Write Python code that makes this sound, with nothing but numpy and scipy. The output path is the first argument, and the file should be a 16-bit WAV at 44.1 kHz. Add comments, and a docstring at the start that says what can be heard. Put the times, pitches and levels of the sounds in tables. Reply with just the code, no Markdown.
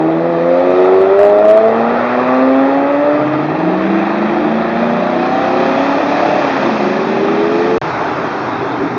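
"""A wide street at a junction: cars pull away and pass a camcorder, then a queue grumbles across the road. A
flat-plane V8 coupe winds up in first gear; a burbling cross-plane V8 changes up; a saloon and a last car
follow. Engines are sums of sinusoidal orders locked to a shaft angle; exhaust gas and tyres are coloured noise.
The passing cars have a diffuse street echo. After 33 ms of silence the scene changes to a queue of sports cars
at low revs."""
import sys
import numpy as np
from scipy import signal
from scipy.fft import rfft, irfft, next_fast_len
from scipy.io import wavfile
from scipy.ndimage import uniform_filter1d

SR = 44100
rng = np.random.default_rng(int(sys.argv[2]) if len(sys.argv) > 2 else 0)


def pcm_store(signal):
    """Save signal as 16-bit PCM."""
    levels = np.round(np.clip(np.atleast_2d(signal), -1, 1) * 32767)
    wavfile.write(sys.argv[1], SR, levels.astype(np.int16).T)


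N = 396018
TIME = np.arange(N) / SR

# one long pull in first gear: [t/s, crankshaft f/Hz]
COUPE_REVS = [(0, 78.9), (.29, 85.4), (.37, 83.6), (.54, 87.5), (1.12, 97.2), (1.21, 101.4), (1.36, 103.2),
              (2.03, 121.2), (2.7, 136.9), (3.37, 153.4), (4.55, 174.5)]
# it opens up, then draws away: [t/s, strong-order level/dB, weak-order level/dB]
COUPE_LEVEL = [(0, -15, -30.5), (.3, -17, -31), (.9, -14, -25.5), (1.55, -14, -28), (2.0, -17, -23),
               (2.6, -14.5, -26.5), (3.15, -13.5, -27.5), (3.45, -21.5, -31), (3.95, -18.5, -38.5),
               (4.55, -25.5, -43.5)]
# strong orders: [multiple of the crankshaft rate, relative level/dB]
COUPE_ORDERS = [(2, 2.3), (3, -12.5), (4, 1.4), (5, -8.5), (6, -4), (7, -9.4)]
# exhaust resonances through which the strong orders sweep: [f/Hz, width/Hz, level/dB]
COUPE_MODES = [(165.1, 14, -9), (234, 18, -5), (266.5, 38, -0.4), (318.8, 31, 0.8), (375, 37, 2.5),
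               (398, 28, 3), (451.6, 36, -0.6), (528, 55, -3.1), (576, 34, -4), (616.7, 51, 1.1),
               (648, 63, 4.5), (740, 51, -5.5), (818, 88, -2.8)]
# exhaust colour of the weak orders: [f/Hz, relative level/dB]
COUPE_PIPE = [(80, -20.5), (150, -12.5), (240, 6.5), (310, -8.5), (400, -1), (520, 11), (690, 7),
              (800, -2.5), (880, -3.5), (970, -10), (1080, -6), (1180, -2), (1290, -4), (1500, -16),
              (1900, -15.5), (3000, -25.5)]
# single orders howl out while the car is close: [t/s, multiple of the crankshaft rate, half length/s, boost/dB]
COUPE_HOWLS = [(0.3, 6, 0.12, 10), (0.565, 6, 0.21, 9.5), (0.549, 3, 0.48, 8.5), (.91, 5, .15, 11),
               (1.208, 6, 0.13, 7), (1.534, 6, 0.16, 7), (1.948, 7, 0.2, 6.5)]
# colour of the rasp: [f/Hz, relative level per Hz/dB]
COUPE_RASP = [(950, -20), (1130, -0.5), (1350, -1), (1600, -16), (1950, -7), (2250, -19.5), (3000, -38.5)]
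RASP_DB, RASP_PULSING = -2.5, 0.2  # level over the weak orders; depth of the firing puffs
# the pipes turn away between these times and lose their top
LEAVING_S, DULL_ABOVE_HZ, DULL_DB_PER_OCTAVE = (3.07, 3.3), 340, 13


def coupe():
    """Order resonance: flat-plane V8 orders bloom at exhaust modes, over a pulsing rasp. Also gives its throb."""
    t = span(COUPE_REVS)
    crank_hz, = curves(COUPE_REVS, t)
    strong_db, weak_db = curves(COUPE_LEVEL, t)
    angle = crank(crank_hz, t, jitter=.0025)
    flutter_db = np.interp(t, [2.6, 3.4], [.9, 2.6])  # a far car flutters more
    dull_db = DULL_DB_PER_OCTAVE * np.interp(t, LEAVING_S, [0, 1])

    orders = np.zeros(len(t))
    for k, order_db in COUPE_ORDERS:
        order_hz = k * crank_hz
        howl_db = sum(db * bloom(t, s, half) for s, which, half, db in COUPE_HOWLS if which == k)
        loss_db = dull_db * np.log2(np.maximum(order_hz / DULL_ABOVE_HZ, 1))
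        level_db = strong_db + order_db + howl_db - loss_db
        orders += resonances(COUPE_MODES, order_hz) * tone(angle, t, level_db, flutter_db, order=k)
    for k in [1, *range(8, 15)]:
        high_db = -5 if k > 8 else 0
        orders += overtone(angle, t, weak_db + high_db + along(COUPE_PIPE, k * crank_hz), order=k)

    throb = placed(np.cos(angle) + np.cos(2 * angle), t)
    puffs = 1 + RASP_PULSING * throb
    rasp = placed(amp(weak_db + RASP_DB), t) * puffs * rush(COUPE_RASP, patchy_db=-1.9)
    return placed(orders, t) + rasp, throb


# the clutch bites, it pulls, changes up and pulls again: [t/s, firing f/Hz]
BURBLER_REVS = [(3.1, 130.3), (3.4, 140.8), (3.77, 187.8), (4.35, 218), (4.9, 234.6), (5.75, 272.3),
                (6.38, 300), (6.85, 197.2), (7.78, 211.8)]
# its throttle: [t/s, firing-tone level/dB, uneven-beat level/dB]
BURBLER_LEVEL = [(3.1, -30, -40), (3.5, -24.5, -35), (3.8, -19.5, -32), (4.4, -20, -27.5),
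                 (4.85, -20.5, -28.5), (5.4, -28, -28), (5.9, -17, -30.5), (6.3, -26, -28.5),
                 (6.6, -22.5, -35), (7.78, -30.5, -38.5)]
# exhaust colour: [f/Hz, relative level/dB]
BURBLER_PIPE = [(68, -27), (88, -13), (115, -20), (150, -8), (190, 0), (240, -4.5), (290, 2), (325, -3),
                (365, 5), (420, -18), (510, -9.5), (630, 0), (750, 3), (850, 3), (950, -22.5), (1600, -18)]
# strength of the cross-plane beat: [multiple of the four-stroke cycle rate, relative level/dB]
BURBLER_BEAT = [(3, 1), (4, -4.5), (5, -2.5), (6, 1.5), (7, 4), (9, 1.5), (10, -13), (12, 0.5), (13, 3.5),
                (14, -0.5), (15, -1.5), (16, 12), (17, 2.5), (18, -5), (19, 5), (20, 1.5), (21, -1.5),
                (22, -11), (24, 2), (25, -8), (27, -4), (30, -4), (37, 4.5)]
# the 11th multiple growls out of the beat: [t/s, half length/s, boost/dB]
BURBLER_GROWLS = [(4.45, 0.14, 8), (5.197, .12, 4.5), (5.597, 0.12, 6.5)]
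# in mid pull the firing tone swells and sinks slowly
SURGE_S, SURGE_PERIOD_S, SURGE_SPREAD_S, SURGE_DB = 4.57, .315, 0.84, 4
# the car is dull until it comes near
BURBLER_NEAR_S, BURBLER_DULL_ABOVE_HZ, BURBLER_DULL_DB_PER_OCTAVE = (3.74, 5.64), 295, 3
BRIGHT_DB_PER_OCTAVE = -0.4  # tilt of its pipe


def burbler():
    """Subharmonic excitation: uneven bank firing sounds multiples of the cycle rate. Also gives its throb."""
    t = span(BURBLER_REVS)
    firing_hz, = curves(BURBLER_REVS, t)
    firing_db, beat_db = curves(BURBLER_LEVEL, t)
    surge = np.cos(2 * np.pi * (t - SURGE_S) / SURGE_PERIOD_S)
    surge_db = SURGE_DB * surge * bloom(t, SURGE_S, SURGE_SPREAD_S)
    growl_db = sum(db * bloom(t, s, half) for s, half, db in BURBLER_GROWLS)
    dull_db = BURBLER_DULL_DB_PER_OCTAVE * np.interp(t, BURBLER_NEAR_S, [1, 0])
    cycle_hz = firing_hz / 8  # eight firings a cycle
    angle = crank(cycle_hz, t, jitter=.003)

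    x = tone(angle, t, firing_db + surge_db, flutter_db=1.3, order=8)
    growl_level_db = beat_db + growl_db + along(BURBLER_PIPE, 11 * cycle_hz)
    x += tone(angle, t, growl_level_db, flutter_db=1.6, order=11)
    for k in [*range(3, 8), *range(9, 11), *range(12, 32)]:
        order_hz = k * cycle_hz
        pipe_db = along(BURBLER_PIPE, order_hz) + BRIGHT_DB_PER_OCTAVE * np.log2(order_hz / 400)
        pipe_db -= dull_db * np.log2(np.maximum(order_hz / BURBLER_DULL_ABOVE_HZ, 1))
        lag = .13 * k  # the pipe spreads each beat into a short rattle
        x += overtone(angle - lag, t, beat_db - 1.5 + pipe_db + along(BURBLER_BEAT, k), order=k)
    throb = placed(np.cos(angle) + np.cos(3 * angle), t)
    return placed(x, t), throb


# nearly steady revs: [t/s, crankshaft f/Hz, firing-tone level/dB]
SALOON_DRIVE = [(4.9, 59.3, -44.5), (5.3, 62.9, -28), (6.0, 67.2, -35.5), (6.6, 68.43, -26.5),
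                (7.78, 70.15, -30)]


def saloon():
    """Harmonic drone: an automatic at nearly steady revs sounds its firing order with a few other orders."""
    t = span(SALOON_DRIVE)
    crank_hz, firing_db = curves(SALOON_DRIVE, t)
    angle = crank(crank_hz, t, jitter=0.0029)
    orders, levels_db = (2, 3, 4, 5, 6, 8, 12), (-12, -9, 0, -5, -7, -1, -5)
    x = sum(tone(angle, t, firing_db + d, flutter_db=0.5, order=k) for k, d in zip(orders, levels_db))
    return placed(x, t)


# a steady pull: [t/s, crankshaft f/Hz, level/dB]
CHASER_DRIVE = [(6.5, 65.5, -22.5), (6.85, 72.94, -20), (7.28, 79.9, -16.5), (7.78, 90, -15.5)]
# exhaust colour: [f/Hz, relative level/dB]
CHASER_PIPE = [(210, -4.5), (285, -14), (325, -3), (450, 0)]


def chaser():
    """Rising order spectrum: the last car winds up with three strong orders and a weak higher tail."""
    t = span(CHASER_DRIVE)
    crank_hz, level_db = curves(CHASER_DRIVE, t)
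    angle = crank(crank_hz, t, jitter=.007)
    x = np.zeros(len(t))
    for k in range(3, 6):
        x += tone(angle, t, level_db + along(CHASER_PIPE, k * crank_hz), flutter_db=1.5, order=k)
    for k in range(6, 11):
        x += overtone(angle, t, level_db - 19, order=k)
    return placed(x, t)


# creeping forward: [t/s, crankshaft f/Hz of the faster engine, exhaust level/dB between dabs of throttle]
QUEUE_DRIVE = [(7.8, 29.3, -24), (8.98, 31.82, -34)]
# exhaust colour: [f/Hz, relative level/dB]
QUEUE_PIPE = [(60, -37), (120, -7.5), (200, -14.5), (295, 3), (340, -14), (385, 0.5), (480, -9), (900, -11),
              (1500, -30)]
# dabs of throttle: [t/s, half length/s, level/dB]
QUEUE_BLIPS = [(8.33, .09, -29.5), (8.6, 0.061, -25), (8.82, 0.048, -20), (8.97, 0.046, -19.5)]


def queue():
    """Beating: two engines at different low revs interfere; dabs of throttle add to the level in power."""
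    t = span(QUEUE_DRIVE)
    crank_hz, exhaust_db = curves(QUEUE_DRIVE, t)
    x = np.zeros(len(t))
    for revs in (1, .79):
        wandering_hz = revs * crank_hz * (1 + .015 * wobble(5.4, t))
        angle = crank(wandering_hz, t, jitter=.018)
        for k in range(3, 18):
            x += tone(angle, t, along(QUEUE_PIPE, k * revs * crank_hz), flutter_db=7.5, order=k)
    blip_power = sum((amp(db) * swell(t, s, half)) ** 2 for s, half, db in QUEUE_BLIPS)
    level = np.sqrt(amp(exhaust_db) ** 2 + blip_power)
    return placed(level * unit(x), t)


# gas and its street echo while a car is on the throttle: [start t/s, end t/s, boom level/dB, roar level/dB]
GAS_BLASTS = [(-.2, 0.597, -25, -22), (.6, 2.204, -25.5, -18), (2.186, 4.001, -25, -21),
              (4.002, 5.15, -30.5, -22.5), (5.15, 5.85, -25, -25.5), (5.857, 6.89, -22.5, -19.5),
              (6.901, 8, -21.5, -23.5)]
# colour of the low boom: [f/Hz, relative level per Hz/dB]
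BOOM_COLOUR = [(25, -50.5), (50, -27), (80, -15.5), (115, -12.5), (190, -3.5), (330, 1.5), (430, 3),
               (600, -12.5), (1200, -45)]
# colour of the roar: [f/Hz, relative level per Hz/dB]
ROAR_COLOUR = [(200, -34), (400, -11), (500, -1.5), (640, 3), (820, -2), (960, -9.5), (1300, -31),
               (3000, -69)]
BLAST_EDGE_S = .09  # time constant of the throttle opening or shutting


def exhaust_gas(throb):
    """Turbulence noise: a low boom, and a roar amplitude-modulated into puffs in step with the engines."""
    boom, roar = np.zeros((2, N))
    for start, end, boom_db, roar_db in GAS_BLASTS:
        opened = np.tanh((TIME - start) / BLAST_EDGE_S)
        shut = np.tanh((TIME - end) / BLAST_EDGE_S)
        throttle = (opened - shut) / 2
        boom += amp(boom_db) * throttle
        roar += amp(roar_db) * throttle
    puffs = unit(rush(ROAR_COLOUR, patchy_db=2.2) * (1 + .25 * throb))
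    return boom * rush(BOOM_COLOUR, patchy_db=1.8) + roar * puffs


# tyre noise and rasp swell as each car goes by: [t/s, half length/s, tread level/dB, hiss level/dB]
CAR_PASSES = [(0.802, .25, -27, -41.5), (2.187, 0.36, -22.5, -40.5), (3.17, 0.27, -28.5, -47.5),
              (4.085, 0.37, -23, -41.5), (4.866, 0.11, -27, -45), (5.709, 0.65, -21.5, -37),
              (6.45, 0.36, -21.5, -35), (7.65, 0.49, -23.5, -39)]
# colour of the tread roar: [f/Hz, relative level per Hz/dB]
TREAD_COLOUR = [(500, -36.5), (850, 3), (1000, -0.5), (1220, 2), (1520, -5), (1820, -2.5), (2150, -10),
                (2500, -7.5), (2750, -13.5), (3300, -32.5), (5000, -60)]
# colour of the hiss, near or far: [f/Hz, relative level per Hz/dB]
HISS_COLOUR = [(1800, -32.5), (2700, -1.5), (3200, 3.5), (3800, 2), (4500, -5), (5500, -11.5),
               (6300, -15.5), (7200, -19)]
STREET_TREAD_DB, STREET_HISS_DB = -32, -48.5  # the traffic farther off


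def rasp_and_tyres(throb):
    """Incoherent summation: tread roar and hiss of passing cars add in power, with pulsing exhaust rasp."""
    tread, hiss = amp(STREET_TREAD_DB), amp(STREET_HISS_DB)
    for s, half, tread_db, hiss_db in CAR_PASSES:
        near = swell(TIME, s, half)
        tread = np.hypot(tread, amp(tread_db) * near)
        hiss = np.hypot(hiss, amp(hiss_db) * near)
    grit = unit(amp(.4 * wobble(35, TIME)) * (1 + .09 * throb))
    return grit * (tread * rush(TREAD_COLOUR, patchy_db=1.0) + hiss * rush(HISS_COLOUR, patchy_db=1.47))


# rises late and stays under the queue: [t/s, fizz level/dB]
FIZZ_LEVEL = [(4.6, -58.5), (5.4, -38.5), (6.2, -34.5), (6.8, -34.5), (7.3, -39), (7.78, -35.5), (8.2, -39),
              (8.98, -42)]
# colour of the fizz: [f/Hz, relative level per Hz/dB]
FIZZ_COLOUR = [(1700, -14), (2450, 12.5), (2800, 6.5), (3400, -12), (4500, -2), (5500, -3), (6500, -11),
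               (7500, -1)]


def fizz():
    """Band-shaped noise: a bright tyre fizz, strongest near 2.5 kHz, rises late and stays under the queue."""
    fizz_db, = curves(FIZZ_LEVEL, TIME)
    return amp(fizz_db) * rush(FIZZ_COLOUR, patchy_db=1)


# traffic around the queue: [t/s, body level/dB, hiss level/dB]
FAR_LEVEL = [(7.86, -16.5, -37), (8.45, -18, -39.5), (8.94, -20, -42.5)]
# colour of its body: [f/Hz, relative level per Hz/dB]
FAR_COLOUR = [(30, -26), (64, -19), (90, -13), (125, -1.5), (200, -3.5), (350, 4), (520, -3.5), (650, 1),
              (900, 1.5), (1030, -2), (1200, -1.5), (1550, -6), (2500, -16.5), (3300, -37)]


def far_traffic():
    """Broadband superposition: traffic around the queue is a wash of low body noise and hiss."""
    body_db, hiss_db = curves(FAR_LEVEL, TIME)
    body = amp(body_db) * rush(FAR_COLOUR, patchy_db=0.1)
    return body + amp(hiss_db) * rush(HISS_COLOUR, patchy_db=3.0)


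def street(x):
    """Diffuse scattering: trees and parked cars return a short echo, decaying 60 dB in 0.61 s."""
    t = np.arange(SR // 2) / SR
    tail = rng.standard_normal(len(t)) * amp(-60 * t / 0.61) * (t > .02)
    return signal.fftconvolve(x, tail / np.linalg.norm(tail))[:N]


def crank(hz, t, jitter):
    """Phase integration: shaft angle is summed speed, which trembles with uneven combustion."""
    return 2 * np.pi * np.cumsum(hz * (1 + jitter * wobble(70, t))) / SR


def tone(angle, t, db, flutter_db, order):
    """Multipath fading: shifting paths over the road make an engine order flutter; uneven firings roughen it."""
    level = amp(db + flutter_db * wobble(rng.uniform(10, 30), t))
    rough = 1 + .08 * wobble(110, t)
    return np.sqrt(2) * level * rough * np.sin(order * angle + rng.uniform(0, 2 * np.pi))


def overtone(angle, t, db, order):
    """Partial coherence: weak orders fade independently but stay loosely aligned in phase,
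    so together they pulse once per turn of the angle."""
    level = amp(db + 3.5 * wobble(3, t) + 1.8 * wobble(25, t))
    scatter = .9 * wobble(rng.uniform(12, 24), t)
    return np.sqrt(2) * level * np.cos(order * angle + scatter)


def resonances(modes, hz):
    """Modal summation: power sum of resonance gains at hz, each with its full width at half amplitude."""
    gains = [amp(db) / (1 + ((hz - centre) / width * 2) ** 2) for centre, width, db in modes]
    return np.sqrt(sum(gain ** 2 for gain in gains))


def swell(t, middle, half):
    """Inverse distance law: gain of something that goes by, 1 when nearest."""
    return 1 / np.hypot(1, (t - middle) / half)


def bloom(t, middle, half):
    """Gaussian envelope: a bell-shaped rise and fall, 1 at the middle."""
    return np.exp(-((t - middle) / half) ** 2)


def rush(colour, patchy_db):
    """Filtered noise: coloured noise of rms 1 with time-frequency patches of random gain."""
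    z = signal.stft(rng.standard_normal(N), nperseg=1024)[2]
    field = uniform_filter1d(rng.standard_normal(z.shape), size=6, axis=0)
    field = uniform_filter1d(field, size=7, axis=1)
    patchy = signal.istft(z * amp(patchy_db * unit(field)), nperseg=1024)[1][:N]
    top_hz = colour[-1][0]
    return unit(filtered(patchy, lambda hz: amp(along(colour, hz)) / (1 + (hz / top_hz) ** 16)))


def filtered(x, response):
    """Linear filtering: the spectrum of x times a response of frequency."""
    m = next_fast_len(N + SR // 2)
    return irfft(rfft(x, m) * response(np.fft.rfftfreq(m, 1 / SR)), m)[:N]


def wobble(rate, t):
    """Random modulation: a curve joining normal random knots, rate of them a second."""
    knots = rng.standard_normal(4096)
    return np.interp(t * rate, np.arange(len(knots)), knots)


def amp(db):
    """Level law: decibels to amplitude gain."""
    return 10 ** (np.asarray(db) / 20)


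def unit(x):
    """Normalization: scale to rms 1."""
    return x / np.sqrt(np.mean(x ** 2) + 1e-20)


def along(points, hz):
    """Log-axis interpolation: (frequency or multiple, value) points read at hz."""
    f, v = np.transpose(points)
    return np.interp(np.log(hz + 1), np.log(f + 1), v)


def curves(rows, t):
    """Linear interpolation: each column after the time, read at the times t."""
    s, *cols = np.transpose(rows)
    return [np.interp(t, s, c) for c in cols]


def span(rows):
    """Sampling: the sample times that a table covers."""
    return TIME[(TIME >= rows[0][0]) & (TIME <= rows[-1][0])]


def placed(x, t):
    """Windowing: a sound set at times t, with no fade-in if it starts before 0.1 s, no fade-out if it ends after 7 s."""
    fade_in = np.interp(t, [t[0], t[0] + .12], [t[0] < .1, 1])
    fade_out = np.interp(t, [t[-1] - .12, t[-1]], [1, t[-1] > 7])
    return np.interp(TIME, t, x * (fade_in * fade_out), left=0, right=0)


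BREAK_START_S, BREAK_END_S = 7.782, 7.815


def scene():
    """Superposition: the passing cars, then after a brief silence the scene changes to the queue."""
    first, first_throb = coupe()
    second, second_throb = burbler()
    engines = first + second + saloon() + chaser()
    throb = first_throb + second_throb
    echo = amp(-15.5) * street(engines)
    passing = engines + echo + exhaust_gas(throb) + rasp_and_tyres(throb)
    waiting = queue() + far_traffic()
    before, after = TIME < BREAK_START_S, TIME > BREAK_END_S
    return (passing * before + waiting * after + fizz() * (before | after))[None]


BAND_HZ, TOP_HZ = 6750, 16000  # steep band edge before clipping; cutoff after it


def record(dry):
    """Band limiting and clipping: a camcorder cuts the bass, notches the treble and clips peaks beyond 1."""
    notch = lambda hz: (hz - 2900) / (hz - 2900 - 75j)
    bass_cut = lambda hz: hz ** 2 / np.sqrt(hz ** 4 + 42 ** 4)
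    band = lambda hz: 1 / np.sqrt(1 + (hz / BAND_HZ) ** 70)
    narrow = filtered(dry[0], lambda hz: bass_cut(hz) * notch(hz) * band(hz))
    return filtered(np.clip(narrow, -1, 1), lambda hz: hz < TOP_HZ)[None]


dry = scene()
out = record(dry)
pcm_store(out)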